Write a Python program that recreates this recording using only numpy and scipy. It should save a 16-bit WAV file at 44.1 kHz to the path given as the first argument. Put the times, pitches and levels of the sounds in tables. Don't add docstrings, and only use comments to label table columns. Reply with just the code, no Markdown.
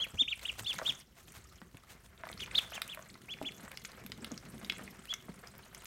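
import sys
import numpy as np
from scipy import signal
from scipy.fft import rfft, irfft
from scipy.io import wavfile
from scipy.ndimage import uniform_filter1d

SR = 44100
rng = np.random.default_rng(int(sys.argv[2]) if len(sys.argv) > 2 else 0)


def to_wav(sig):
    pcm = np.clip(np.atleast_2d(sig), -1, 1) * 32767
    pcm = np.round(pcm).astype(np.int16)
    wavfile.write(sys.argv[1], SR, pcm.T)


N = 258426

# (frequency [Hz], level [dB])
SHAVING_TONE = [(300, 4.5), (900, 9.5), (2000, 9), (3700, 5.5), (5000, 3), (6400, 5), (9000, 3),
                (10400, -1.5), (12000, 0.5), (16000, -4.5)]
CHIP_NOTES = [1300, 2100, 3100, 4200, 5300, 6500, 8000, 9600, 12500]
# (time [s], level [dB])
RUSTLE_CURVE = [(0.0, -58.5), (0.23, -66.5), (0.42, -58.5), (0.7, -56.5), (0.86, -49.5), (1.01, -60.5),
                (1.05, -76.5), (1.39, -63), (1.7, -70), (2.17, -71.5), (2.28, -62), (2.77, -60),
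                (3.23, -66), (3.4, -60.5), (4.15, -64), (4.72, -60.5), (5.4, -65.5), (5.86, -62.5)]


def amp(db):
    return 10 ** (np.asarray(db) / 20)


def unit(x):
    return x / np.sqrt(np.mean(x ** 2) + 1e-20)


def unit_hit(x):
    power = uniform_filter1d(x ** 2, size=176, mode="constant")
    return x / np.sqrt(power.max() + 1e-20)


def read(points, hz):
    f, value = np.transpose(points)
    return np.interp(np.log(hz + 1), np.log(f + 1), value)


def follow(curve):
    return amp(np.interp(np.arange(N) / SR, *np.transpose(curve)))


def colour(x, tone):
    gain = amp(read(tone, np.fft.rfftfreq(len(x), 1 / SR)))
    return unit(irfft(rfft(x) * gain, len(x)))


def ring(x, hz, width_hz):
    b, a = signal.iirpeak(min(hz, SR * .45), hz / width_hz, SR)
    return signal.lfilter(b, a, x)


def add(mix, s, sound):
    part = mix[max(round(s * SR), 0):][:len(sound)]
    part += sound[:len(part)]


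def grains(per_s, spread_db, t60, bed):
    size_db = np.minimum(spread_db * rng.exponential(1, N), 13)
    size = amp(size_db) * (rng.random(N) < per_s / SR)
    decay = amp(-120 / (t60 * SR))
    power = signal.lfilter([1], [1, -decay], size ** 2)
    return np.sqrt(power / power.mean() + abs(bed)) * rng.standard_normal(N)


def peep(row, jitter=0.075, flutter_db=6, rasp=0.94, breath_db=-24, third_db=-3, slack_db=-21,
         fade=0.041, swell_db=4, bill_sag_hz=150):
    # (frequency [Hz], level [dB])
    throat = [(1700, -17), (2400, -8.5), (2900, -9.5), (3450, -2), (3700, -4), (4000, -19), (4700, -16.5),
              (6000, -4.5), (7200, -12.5), (9000, -24), (11500, -20), (15000, -45)]
    (_, length, top, arch, start_hz, top_hz, end_hz, level_db,
     bill_hz, bill_width_hz, overtone_db, rough) = row
    u = np.linspace(0, 1, int(length * SR))
    top = np.clip(top, .05, .95)

    waver, flutter = (unit(uniform_filter1d(z, size=70))[:len(u)]
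                      for z in rng.standard_normal((2, SR // 4)))
    grit = unit(uniform_filter1d(rng.standard_normal(SR // 4), size=20))[:len(u)]
    breath = colour(rng.standard_normal(SR // 4), SHAVING_TONE)[:len(u)]

    from_top = np.where(u < top, (top - u) / top, (u - top) / (1 - top))
    foot_hz = np.where(u < top, start_hz, end_hz)
    hz = top_hz - (top_hz - foot_hz) * from_top ** arch
    phase = 2 * np.pi * np.cumsum(hz * (1 + jitter * rough * waver)) / SR

    off_hz = hz - bill_hz + bill_sag_hz * (u - .5)
    flare_db = -20 * np.log10(1 + (2 * off_hz / bill_width_hz) ** 2)
    bright_db = overtone_db + slack_db * from_top
    harmonics_db = [flare_db, bright_db, bright_db + third_db]
    voice = sum(amp(read(throat, k * hz) + db) * np.sin(k * phase)
                for k, db in enumerate(harmonics_db, 1))
    voice = voice * (1 + rasp * rough * grit) + amp(breath_db) * rough * breath

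    loudness_db = level_db + swell_db * (u - 1.5) + flutter_db * rough * flutter
    return voice * amp(loudness_db) * signal.windows.tukey(len(u), fade)


def peeps():
    # (time [s], length [s], place of the top [0-1], roundness of the arch [1 = pointed],
    #  start pitch [Hz], top pitch [Hz], end pitch [Hz], level [dB],
    #  bill resonance [Hz], its width [Hz], overtones [dB], roughness [0-1])
    calls = [ (0.000, 0.062, 0.37, 1.42, 3000, 3380, 1720, -21, 3049, 1077, -14.5, 0.034),
             (0.003, 0.018, .6, 1.8, 3960, 4160, 4050, -28.5, 4100, 900, -20, .08),
             (0.172, 0.067, 0.57, 1.71, 2123, 3647, 1810, -14.5, 3670, 910, -16, 0.028),
             (0.277, 0.059, 0.41, 1.7, 2064, 3830, 2116, -16, 2720, 844, -22, 0.025),
             (0.302, .016, .1, 1.3, 4500, 4500, 3900, -36, 4250, 1100, -20, .1),
             (0.448, .06, .41, 1.4, 2210, 3870, 2035, -15.5, 2860, 480, -24, 0.12),
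             (0.645, 0.041, .95, 2, 3330, 4420, 4350, -26, 4330, 1290, -10.5, .1),
             (0.659, 0.066, 0.32, 2.3, 2410, 3560, 2440, -22.5, 3100, 1500, -15, 0.093),
             (0.852, 0.06, 0.5, 1.986, 2498, 3710, 2220, -18.5, 3250, 963, -13, .12),
             (2.391, 0.057, 0.36, 1.04, 2100, 3686, 2210, -28.5, 2934, 1100, -9, 0.38),
             (2.544, .055, 0.43, 1.4, 2297, 4333, 2375, -11.5, 3890, 1300, -23, 0.18),
             (2.720, 0.074, 0.37, 0.98, 2180, 3590, 1880, -30.5, 2840, 900, -4.5, 0.27),
             (2.880, 0.069, 0.4, 1.43, 1897, 3645, 1990, -30.5, 2930, 1200, -17, 0.19),
             (3.282, 0.0615, 0.73, 2.2, 1894, 3456, 1870, -30, 2560, 2420, -20, .05),
             (3.445, 0.051, 0.52, 2.06, 1900, 3480, 1730, -28, 2900, 2410, -15, .08),
             (5.07, 0.062, 0.79, 2.14, 2113, 3416, 2444, -25, 3740, 1000, -22, 0.12)]
    out = np.zeros(N)
    for row in calls:
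        add(out, row[0], peep(row))
    return out


def snap(db, hz, bright_db, crack_db, width=0.24, treble_hz=6500, top_hz=11000, low_hz=1500,
         crack_hz=4600, splinter_db=-19, splinter_t60_s=0.025, rebound=0.85, hard_db=-26.0, soft=1.0):
    # (frequency [Hz], width [Hz], level [dB])
    wall_notes = [(2215, 124, -3), (3350, 170, -1)]
    t = np.arange(SR // 10) / SR
    burst = rng.standard_normal(len(t)) * amp(splinter_db - 60 * t / splinter_t60_s)
    burst[round(.0005 * SR)] += 1
    burst[round(rng.uniform(.0012, .002) * SR)] += rebound

    note = unit_hit(ring(ring(burst, hz, width * hz), hz, 2 * width * hz))
    crack_band = signal.butter(2, [low_hz, crack_hz], "band", fs=SR, output="sos")
    crack = unit_hit(signal.sosfilt(crack_band, burst))
    spray_band = signal.butter(1, [treble_hz, top_hz], "band", fs=SR, output="sos")
    spray = unit_hit(signal.sosfilt(spray_band, burst))
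    wall = unit_hit(sum(amp(note_db) * ring(ring(burst, f, w), f, 4 * w)
                        for f, w, note_db in wall_notes))

    wall_gain = amp(soft * (db - hard_db))
    hit = note + wall_gain * wall + amp(crack_db) * crack + amp(bright_db) * spray
    return amp(db) * unit_hit(hit)


def snaps(level_db=-3, small_db=11, small_crack_db=-3, spread_db=3.0, small_treble_db=-8,
          treble_spread_db=8, count=20):
    # (time [s], level [dB], ring [Hz], treble [dB], broad crack [dB])
    loud_hits = [(0.393, -45.5, 3400, 2, 6), (0.73, -36, 3470, -22, 1), (0.7872, -32.5, 1753, -35, 0),
                 (1.321, -48.5, 1660, 13, -9), (1.7698, -47, 2706, 2, 2.5), (2.2533, -45, 1740, -26, -4.5),
                 (2.2888, -41, 2080, -26.5, -2), (2.3152, -43, 1950, 2, -5), (2.328, -41, 3400, -20, -10),
                 (2.405, -37.5, 3220, -31, 17), (2.4375, -44, 2630, 0, -17.5),
                 (2.4605, -42.5, 3000, -20.5, -2), (2.5118, -38.5, 2270, -32, -12),
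                 (2.8183, -26.5, 3660, 14.5, 20), (2.8777, -42, 2490, 11, -7), (2.947, -40, 11830, 2, 3),
                 (3.0245, -47.5, 6700, -12, -7), (3.1002, -48, 4200, -14, -13),
                 (3.3866, -46, 2150, -27, -8), (3.4268, -43.5, 2600, 5, 5), (3.716, -41, 2500, 12, 14),
                 (3.773, -35.5, 4700, -6, 2.5), (3.8486, -36, 2160, -29, 20.5), (3.8531, -38, 6200, -6, -5),
                 (4.0632, -40, 12300, -35, -2), (4.119, -34.5, 3550, -25, 9), (4.2452, -34, 3450, 0.5, 4),
                 (4.317, -39.5, 6440, -20, -20), (4.3767, -38.5, 4900, -15, -6),
                 (4.6465, -38.5, 3910, -6, -2), (4.698, -23, 2760, -16, -4.5), (4.722, -36, 2340, -32, 9.5),
                 (4.782, -44, 2130, 2, -7), (4.877, -41.5, 2130, -19, -22), (5.0547, -45, 1970, 7, 7),
                 (5.1381, -29, 5680, -7.5, -1.5), (5.4721, -44, 5240, -12, -13),
                 (5.5803, -48, 13400, -15, -25), (5.7472, -40, 5900, 0, -1.5),
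                 (5.845, -47, 12200, -18, -14), (5.8554, -41.5, 6000, -1, 0.5)]
    out = np.zeros(N)
    for s, db, hz, bright_db, crack_db in loud_hits:
        add(out, s, snap(db + level_db, hz, bright_db, crack_db))

    times, rustle_db = np.transpose(RUSTLE_CURVE)
    large_chips = CHIP_NOTES[:len(CHIP_NOTES) // 2]
    for slot in range(count):
        s = (slot + rng.random()) / count * N / SR
        size, shine = rng.standard_normal(2)
        db = np.interp(s, times, rustle_db) + small_db + spread_db * size
        treble_db = small_treble_db + treble_spread_db * shine
        add(out, s, snap(db, rng.choice(large_chips), treble_db, small_crack_db))
    return out


def taps(level_db=0, tilt=0.75, even_db=-5, scatter=0.053):
    # (time [s], level [dB], brightness [dB])
    strikes = [(0.067, -47, -6), (0.788, -40.5, -2), (0.797, -38, -8), (0.815, -36, -12), (0.822, -39, -19),
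               (1.617, -46.5, 6), (2.236, -37.5, -7), (2.27, -42, -6.5), (2.3, -44, -13), (2.72, -43.5, -9),
               (2.779, -39, -5), (2.974, -42, -9.5), (2.993, -44.5, -10), (3.155, -50.5, -2),
               (3.415, -35, -26), (3.679, -44.5, 1), (4.313, -46.5, -17), (4.794, -44.5, -1),
               (5.128, -42, 5.5), (5.284, -48, -12), (5.438, -48.5, -6)]
    # (frequency [Hz], level [dB], t60 [s])
    drinker = [(346, -10.5, 0.023), (585, 4.5, 0.029), (689, 5, 0.038), (892, 3, 0.023), (1120, 8, 0.03),
               (1473, 18.5, 0.0062), (1870, -1, 0.066), (3040, 12, 0.0011)]
    out, t = np.zeros(N), np.arange(SR // 10) / SR
    hz, mode_db, t60 = np.transpose(drinker)[:, :, None]
    for s, db, bright_db in strikes:
        detune, place = rng.standard_normal((2, len(hz), 1))
        tilt_db = tilt * (bright_db - even_db) * np.log2(hz / hz.mean())
        height = np.sign(place) * amp(mode_db + tilt_db)
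        tone = np.sin(2 * np.pi * hz * (1 + scatter * detune) * t)
        modes = height * amp(-60 * t / t60) * tone
        add(out, s, amp(db + level_db) * unit_hit(modes.sum(0)))
    return out


def thumps(level_db=0, rise_s=0.0064, scuff_db=-6, sag=0.32, sag_s=0.009):
    # (time [s], level [dB], settled pitch [Hz], t60 [s])
    bumps = [(0.133, -40.5, 83.6, 0.12), (0.216, -43.5, 232, 0.023), (0.597, -45.5, 106, 0.18),
             (0.744, -51, 135, 0.1), (0.889, -45.5, 126, 0.185), (1.368, -53, 94, 0.14),
             (1.618, -50, 168, 0.067), (1.742, -46, 125, 0.021), (3.418, -43, 269.6, .12),
             (3.629, -47.5, 201.5, 0.062), (4.045, -47, 188, 0.052), (4.094, -47, 120, 0.035),
             (4.174, -47.5, 206.4, .21), (4.22, -47.5, 216, 0.16), (4.315, -40, 207, 0.044),
             (4.475, -48.5, 169, 0.15), (4.534, -49, 215, 0.21), (4.623, -45.5, 198.5, 0.19),
             (4.8, -46, 197, .3), (5.287, -40.5, 167, 0.083)]
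    out, t = np.zeros(N), np.arange(SR // 4) / SR
    for s, db, hz, t60 in bumps:
        turns = hz * np.cumsum(1 + sag * np.exp(-t / sag_s)) / SR
        boom = np.sin(2 * np.pi * turns)
        scuff = unit(ring(rng.standard_normal(len(t)), hz, hz))
        push = (1 - np.exp(-(t / rise_s) ** 2)) * amp(-60 * t / t60)
        add(out, s, amp(db + level_db) * unit_hit((boom + amp(scuff_db) * scuff) * push))
    return out


def crackle(per_s=22, spread_db=5, t60=0.055, width=0.17, shared_db=-3):
    chips = 0
    for hz in CHIP_NOTES:
        ticks = grains(per_s, spread_db, t60, bed=0.035)
        rung = ring(ring(ticks, hz, width * hz), hz, 2 * width * hz)
        chips = chips + unit(rung) * np.sqrt(hz)
    crunch = grains(per_s=96, spread_db=3.5, t60=0.0153, bed=0.7)
    return colour(unit(chips) + amp(shared_db) * crunch, SHAVING_TONE)


def stirring(feet_db=1, bills_db=0, rustle_db=3, swish_db=0):
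    # (time [s], level [dB])
    feet_curve = [(0.0, -64), (0.38, -70), (0.87, -59), (1.04, -67), (2.2, -66.5), (2.44, -54.5),
                  (2.7, -63), (3.23, -62), (3.54, -54), (3.72, -64.5), (4.14, -54.5), (4.6, -56),
                  (5.03, -60), (5.86, -63.5)]
    # (time [s], level [dB])
    dabble_curve = [(0.0, -55.5), (0.23, -75), (0.5, -66), (0.98, -63), (1.05, -75.5), (1.39, -66),
                    (1.65, -69.5), (2.15, -62), (2.25, -55), (2.63, -55), (2.97, -64), (3.55, -59.5),
                    (4.2, -60), (4.72, -57.5), (5.1, -63), (5.86, -59.5)]
    # (peak time [s], length [s], level [dB])
    swishes = [(0.437, 0.017, -46), (0.596, 0.017, -41), (0.737, .009, -42.5), (1.005, 0.046, -64.5),
               (1.195, 0.048, -56.5), (1.283, 0.0152, -56.5), (1.366, 0.034, -52.5), (1.912, 0.041, -52.5),
               (2.055, 0.019, -55.5), (2.589, .007, -42.5), (2.627, 0.045, -50.5), (2.755, 0.015, -45.5)]
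    # (frequency [Hz], level [dB])
    floor_tone = [(30, -22), (70, -7), (130, 4), (200, 1), (250, -3), (300, -7), (380, -2.5), (600, -17.5),
                  (1500, -88)]
    dabble_tone = [(200, -55), (450, 3), (680, 6), (850, 3.5), (1400, 7), (2200, 3.5), (3300, -7.5),
                   (5000, -10.5), (10000, -26)]

    t = np.arange(N) / SR
    swish = sum(amp(db) * np.exp(-2 * ((t - at) / length) ** 2) for at, length, db in swishes)
    steps = colour(grains(per_s=29, spread_db=2.0, t60=0.097, bed=0.9), floor_tone)
    nibbles = colour(grains(per_s=64, spread_db=6.5, t60=0.15, bed=0.084), dabble_tone)
    out = amp(feet_db) * follow(feet_curve) * steps
    out += amp(bills_db) * follow(dabble_curve) * nibbles
    out += amp(rustle_db) * follow(RUSTLE_CURVE) * crackle()
    brush = colour(grains(per_s=1200, spread_db=2, t60=0.0025, bed=0.35), SHAVING_TONE)
    return out + amp(swish_db) * swish * brush


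def tub(x):
    # (frequency [Hz], width [Hz], level [dB])
    hollow_notes = [(214, 75, -8.5), (374, 14, -9), (522, 25.7, -4), (672, 33, -6), (1064, 15, -9),
                    (1263, 8.6, -22), (2110, 31, -17)]
    return x + sum(amp(db) * ring(x, hz, width) for hz, width, db in hollow_notes)


def space(x, walls_db, room_db):
    # (frequency [Hz], t60 [s])
    room_decay = [(100, 0.27), (500, 0.36), (2000, 0.31), (3500, 0.3), (8000, 0.054), (16000, 0.18)]
    # (delay [s], level [dB])
    echoes = [(.0013, -68), (.0024, -33), (.0041, -3.5), (.0066, -5.5), (0.012, -13)]
    hz, t, z = signal.stft(rng.standard_normal(SR // 2), SR, nperseg=256)
    decay = amp(-60 * t / read(room_decay, hz)[:, None])
    tail = signal.istft(z * decay, SR, nperseg=256)[1]
    tail *= np.minimum(np.arange(len(tail)) / SR / 0.0026, 1)
    response = amp(room_db) * tail / np.linalg.norm(tail)
    response[0] += 1
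    for delay, db in echoes:
        response[round(delay * SR)] += amp(db + walls_db)
    return signal.fftconvolve(x, response)[:N]


def background(hiss_db=-67, rumble_db=-1):
    # (frequency [Hz], level [dB])
    hiss_tone = [(30, -7.5), (55, 8.5), (120, -6), (300, -15), (1000, -35), (2000, -25.5), (4000, -26),
                 (9000, -26.5), (16000, -28)]
    rumble_tone = [(15, -41), (30, -16), (48, 1), (62, 7), (85, 2), (130, -2.5), (250, -47)]
    # (time [s], level [dB])
    rumble_curve = [(0.0, -69), (0.6, -57.5), (1.1, -71), (1.4, -60), (1.8, -69), (2.55, -56), (3.1, -83),
                    (3.6, -65.5), (4.4, -62.5), (4.8, -64), (5.2, -72), (5.86, -68)]
    air, low = rng.standard_normal((2, N))
    hiss = amp(hiss_db) * colour(air, hiss_tone)
    return hiss + amp(rumble_db) * follow(rumble_curve) * colour(low, rumble_tone)


def scene():
    calls = space(peeps(), walls_db=-11.5, room_db=-17.0)
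    knocks = space(snaps() + taps() + thumps(), walls_db=-21.5, room_db=-13.5)
    bedding = amp(-1.5) * tub(knocks + stirring())
    return (calls + bedding + background())[None]


def record(dry):
    edge_hz = 16000
    lowpass = signal.firwin(511, edge_hz, window=("kaiser", 9), fs=SR)
    return signal.oaconvolve(dry, lowpass[None], "same")


dry = scene()
out = record(dry)
to_wav(out)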